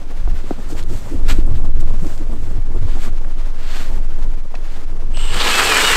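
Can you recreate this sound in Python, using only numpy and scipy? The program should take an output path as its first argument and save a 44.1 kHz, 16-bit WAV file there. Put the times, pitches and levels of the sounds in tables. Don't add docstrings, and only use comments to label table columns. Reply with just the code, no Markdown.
import sys
import numpy as np
from scipy import signal
from scipy.fft import rfft, irfft
from scipy.io import wavfile

SR = 44100
rng = np.random.default_rng(int(sys.argv[2]) if len(sys.argv) > 2 else 0)


def dump(signal):
    limited = np.clip(np.atleast_2d(signal).T, -1, 1)
    pcm = np.round(limited * 32767).astype(np.int16)
    wavfile.write(sys.argv[1], SR, pcm)


N = 262836
TIME = np.arange(N) / SR
FREQ = np.maximum(np.arange(N // 2 + 1) * SR / N, 1)
FULL_DRIVE_HZ = 650

# time_s, unloaded_electrical_rate_hz
TRIGGER_SQUEEZE = [(5.122, 1), (5.2, 175), (5.28, 180), (5.39, 335), (5.51, 500), (5.56, 552), (5.87, 610)]
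# peak_s, length_s, level_db, centre_hz, motor_sag_hz
BLADE_CUTS = [(5.416, 0.044, -19.5, 3400, 0), (5.603, 0.064, -17, 1410, 49.5),
              (5.726, 0.023, -15, 1420, 86.5), (5.785, 0.042, -13, 1780, 50.5),
              (5.932, 0.077, -15.5, 1630, 60.5)]


def drill(switching_hz=8000, whistle_db=-39, carrier_db=-9, slot_db=-41, whine_db=-20, rattle_db=-29,
          throb_db=4.5, throb_period_s=0.16, throb_peak_s=5.56):
    # multiple_of_electrical_rate, level_db
    gear_orders = [(3, -12), (5, 0), (6.35, -6)]
    throttle = drive()
    phase = 2 * np.pi * np.cumsum(motor_hz() * (1 + 0.002 * drift(70))) / SR
    ripple = np.sqrt(np.sin(np.pi * throttle))
    whistle = np.sin(2 * np.pi * switching_hz * TIME) * (2 * np.cos(2 * phase) + undb(carrier_db))
    buzz = resonate(np.sin(20 * phase) * drift(120), hz=3500, width_hz=400)
    throb = undb(throb_db * np.cos(2 * np.pi * (TIME - throb_peak_s) / throb_period_s) + drift(50))
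    whine = sum(undb(db) * np.sin(order * phase) for order, db in gear_orders)
    housing = resonate(grains(1500, 1.5), hz=2900, width_hz=320)
    rattle = unit_rms(resonate(housing, hz=2900, width_hz=960))
    motor = undb(whistle_db) * whistle * ripple + undb(slot_db) * buzz
    gears = undb(whine_db) * whine * throb * throttle ** 2.5 + undb(rattle_db) * rattle * throttle ** 0.55
    return running() * (motor + gears)


def auger(scrape_db=-18, ring_db=-21.5, chips_db=-21, grip_drive=0.59, crunch_width_hz=1500):
    # frequency_hz, level_db
    scrape_spectrum = [(200, -8.5), (300, -7), (440, -4), (600, -6.5), (830, -6), (1000, -0.5),
                       (1400, -4.5), (2200, -6), (3000, -3), (3700, -6.5), (4400, -6), (6000, -21)]
    # pitch_hz, width_hz, level_db
    steel_modes = [(438, 95, 0), (795, 33, 0), (870, 73, -5), (1330, 125, 1), (1687, 52, -0.5),
                   (1806, 20, -3), (2136, 62, -3), (2300, 170, -3.5), (3870, 210, -13)]
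    # frequency_hz, level_db
    chip_spectrum = [(3500, -10), (5000, -3), (6200, -6), (7800, -0.5), (8500, -2), (9400, -14),
                     (12500, -12), (15500, -23)]
    depth = (drive() / grip_drive) ** 2.88
    bite = depth / np.hypot(1, depth)
    spray = drive() ** 1.94
    chatter = undb(drift(51))
    fractures = colour(grains(6000, 1.3) * chatter, scrape_spectrum)
    ring = sum(undb(db) * resonate(grains(3000, 0.93) * chatter, hz, width_hz)
               for hz, width_hz, db in steel_modes)
    scrape = undb(scrape_db) * fractures + undb(ring_db) * unit_rms(ring)
    chips = undb(chips_db) * colour(grains(12000, 0.9) * chatter, chip_spectrum)
    out = running() * (scrape * bite + chips * spray)
    for peak_s, length_s, db, hz, _ in BLADE_CUTS:
        pieces = grains(2500, 1.8) * chatter
        crunch = resonate(resonate(pieces, hz, crunch_width_hz), hz, crunch_width_hz)
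        out += undb(db) * swell(peak_s, length_s) * unit_rms(crunch)
    return out


def drive():
    return curves(TRIGGER_SQUEEZE)[0] / FULL_DRIVE_HZ


def running(attack_s=0.027):
    return np.clip((TIME - TRIGGER_SQUEEZE[0][0]) / attack_s, 0, 1)


def motor_hz(sag_s=0.08, lag_s=0.006):
    sag = sum(sag_hz * swell(peak_s + lag_s, sag_s) for peak_s, _, _, _, sag_hz in BLADE_CUTS)
    return FULL_DRIVE_HZ * drive() - sag


def wind(sway_hz=14.2, wander=0.1256, overtone_db=-18, rumble_boost_db=6, breeze_db=-35, patchy_db=5):
    # time_s, sway_db, buffet_db
    gusts = [(0.0, -19, -44), (0.3, -9.5, -38), (0.58, -18.0, -38), (0.92, -9, -31), (1.04, -22, -34),
             (1.25, -3.5, -25.5), (1.5, -6, -28.5), (1.85, -3.5, -28), (2.15, -11.5, -33.5),
             (2.55, -10.5, -29.5), (2.95, -7, -33), (3.5, -11.5, -42.5), (4.25, -7.5, -35.5),
             (4.47, -14, -53), (4.95, -12, -39.5), (5.27, -7.5, -34.5), (5.72, -23, -40),
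             (5.96, -17, -39.5)]
    # frequency_hz, level_db
    buffet_spectrum = [(14, -27), (24, -20), (35, 7), (48, -5.5), (60, -9), (82, -3), (105, -12.5),
                       (150, -22.5), (300, -21.5)]
    # frequency_hz, level_db
    flutter_spectrum = [(70, 7.5), (130, -1.5), (190, -0.5), (290, -1), (450, -6), (700, -10.5),
                        (1200, -15.5), (2500, -53), (8000, -34)]
    sway_db, buffet_db = curves(gusts)
    flutter_db = -38 + 0.23 * (buffet_db - breeze_db)
    phase = 2 * np.pi * np.cumsum(sway_hz * (1 + wander * drift(5.83))) / SR
    rocking = unit_rms(np.sin(phase) + undb(overtone_db) * np.sin(2 * phase))
    rumble = colour(noise(), buffet_spectrum) * undb(buffet_db + rumble_boost_db)
    puffs = noise() * undb(patchy_db * np.clip(drift(33.5), -2, 2))
    flutter = colour(puffs, flutter_spectrum) * undb(flutter_db)
    return rocking * undb(sway_db) + (rumble + flutter) * undb(lulls_db())


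def lulls_db():
    # centre_s, length_s, depth_db
    lulls = [(1.736, 0.023, -15), (2.158, 0.048, -5), (2.26, 0.03, -5), (2.629, 0.039, -15),
             (3.347, 0.048, -6.5), (4.493, 0.042, -11), (5.097, 0.037, -1.5)]
    return sum(db * swell(centre_s, length_s) for centre_s, length_s, db in lulls)


def eddies(width_share=0.44):
    # peak_s, length_s, level_db, centre_hz
    pulses = [(0.307, 0.099, -13.5, 37.3), (0.446, 0.0092, -30, 264), (0.73, 0.016, -27.5, 280),
              (0.919, 0.027, -29.5, 320), (0.935, 0.065, -29, 98), (1.141, 0.038, -25, 294),
              (1.323, 0.027, -26.5, 261), (1.38, 0.071, -18.5, 39.5), (1.39, 0.0059, -18, 295),
              (1.494, 0.05, -37, 304), (1.54, 0.06, -16.5, 69.7), (1.755, 0.057, -13, 39.1),
              (2.032, 0.016, -21.5, 128), (2.066, 0.017, -26, 295), (2.217, 0.028, -31, 296),
              (2.32, 0.04, -29.5, 86), (2.581, 0.024, -22.5, 88.5), (2.758, 0.015, -27, 312),
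              (2.844, 0.035, -15, 79), (3.964, 0.033, -20, 32.6), (5.33, 0.031, -24.5, 91)]
    out = np.zeros(N)
    for peak_s, length_s, db, hz in pulses:
        envelope = swell(peak_s, length_s)
        thump = envelope * resonate(resonate(noise(), hz, hz * width_share), hz, hz * width_share)
        out += undb(db) * thump * np.sqrt(np.sum(envelope ** 2) / np.sum(thump ** 2))
    return out


def knocks(width_share=0.98, crumble=0.92):
    # start_s, peak_db, centre_hz, t60_s
    contacts = [(0.275, -23.5, 469, 0.029), (0.508, -11, 470, 0.015), (.510, -10, 269, 0.018),
                (.828, -27, 4000, .008), (0.837, -29, 5000, .005), (1.467, -32, 6900, 0.0045),
                (2.068, -27, 4500, .006), (2.178, -27.5, 4050, .006), (3.247, -27.5, 790, 0.016),
                (4.122, -36, 1090, 0.014), (4.137, -39, 1100, 0.022), (4.542, -21, 830, 0.036),
                (4.552, -27, 2500, 0.03), (5.023, -28, 520, 0.017), (5.171, -18.5, 3430, 0.015),
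                (5.173, -24.5, 730, 0.022)]
    out = np.zeros(N)
    for start_s, db, hz, t60_s in contacts:
        age = np.maximum(TIME - start_s, 0)
        force = crumble * noise() * (TIME >= start_s) * np.exp(-np.log(1000) * age / t60_s)
        force[int(start_s * SR)] += 4
        band = signal.butter(2, [hz / 2, min(2 * hz, SR / 3)], "band", fs=SR, output="sos")
        ring = signal.sosfilt(band, resonate(force, hz, hz * width_share))
        out += undb(db) * ring / np.abs(ring).max()
    return out


def clothing(rustle_db=-46, stir_db=-8, patchy_db=2):
    # frequency_hz, level_db
    rustle_spectrum = [(350, -1.5), (600, -1.5), (866, -2.5), (940, -3), (1080, -5.5), (1300, -5),
                       (1880, -7.5), (3030, -12), (6670, -17.5), (13300, -30), (15500, -30)]
    # frequency_hz, level_db
    dull_spectrum = [(410, -26), (700, -12), (1220, -0.5), (1390, 1.5), (2280, -2), (2950, -2), (3970, -5),
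                     (4300, -3.5), (5710, -13.5), (8210, -12), (10100, -34), (13100, -18), (15500, -42)]
    # frequency_hz, level_db
    crisp_spectrum = [(2000, -11), (5500, -4), (8000, 1), (9500, -10), (13000, -8), (15500, -19)]
    # peak_s, length_s, level_db, crisp_share
    strokes = [(0.374, 0.05, -46.5, 0.12), (0.498, 0.11, -46.5, 0.13), (0.633, 0.067, -51.5, 0.3),
               (0.715, 0.039, -42, 0.7), (0.79, 0.033, -36.5, 0.2), (0.954, 0.1, -44, 0.63),
               (1.12, 0.13, -48.5, 0.65), (1.306, 0.036, -25, 0.13), (1.377, 0.053, -42.5, 0.2),
               (1.561, 0.024, -44, 0.1), (1.809, 0.012, -42, 0.8), (1.94, 0.11, -54, 0),
               (2.095, 0.16, -48, 1), (2.44, 0.18, -55.5, 1), (2.92, 0.075, -44, 0.05),
               (3.038, 0.055, -37, 0.26), (3.412, 0.063, -49, 0), (3.682, 0.13, -41, 0),
               (3.792, 0.11, -36.5, 0.15), (3.948, 0.067, -50, 0.4), (4.74, 0.1, -47, 0.01)]
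    rustle = colour(noise() + 0.37 * grains(1500, 3.1), rustle_spectrum) * undb(patchy_db * drift(22))
    dull = colour(grains(14000, 2.8), dull_spectrum)
    crisp = colour(grains(8000, 1.8), crisp_spectrum)
    out = undb(rustle_db + lulls_db() / 2) * rustle
    for peak_s, length_s, db, crisp_share in strokes:
        swish = np.sqrt(1 - crisp_share) * dull + np.sqrt(crisp_share) * crisp + undb(stir_db) * rustle
        out += undb(db) * swell(peak_s, length_s) * swish
    return out


def undb(db):
    return 10 ** (np.asarray(db) / 20)


def unit_rms(x):
    return x / np.sqrt(np.mean(x ** 2))


def curves(table):
    times_s, *columns = np.transpose(table)
    return [np.interp(TIME, times_s, column) for column in columns]


def noise():
    return rng.standard_normal(N)


def drift(cutoff_hz):
    return unit_rms(irfft(rfft(noise()) / (1 + (FREQ / cutoff_hz) ** 4), N))


def colour(x, spectrum):
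    hz, db = np.transpose(spectrum)
    gain = undb(np.interp(np.log(FREQ), np.log(hz), db))
    skirts = np.minimum(FREQ / hz[0], 1) ** 3 * np.minimum(hz[-1] / FREQ, 1) ** 3
    return unit_rms(irfft(rfft(x) * gain * skirts, N))


def resonate(x, hz, width_hz):
    return signal.lfilter(*signal.iirpeak(min(hz, SR / 3), hz / min(width_hz, SR / 4), SR), x)


def grains(per_second, spread_db):
    clicks = (rng.random(N) < per_second / SR) * noise()
    return unit_rms(clicks * undb(spread_db * np.minimum(rng.exponential(size=N), 4)))


def swell(peak_s, length_s):
    return np.exp(-2 * ((TIME - peak_s) / length_s) ** 2)


def scene():
    return (wind() + eddies() + clothing() + knocks() + drill() + auger())[None]


def record(dry, cutoff_hz=15600):
    saturated = dry / (1 + dry ** 8) ** (1 / 8)
    return signal.sosfilt(signal.ellip(10, 0.2, 80, cutoff_hz, fs=SR, output="sos"), saturated)


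dry = scene()
out = record(dry)
dump(out)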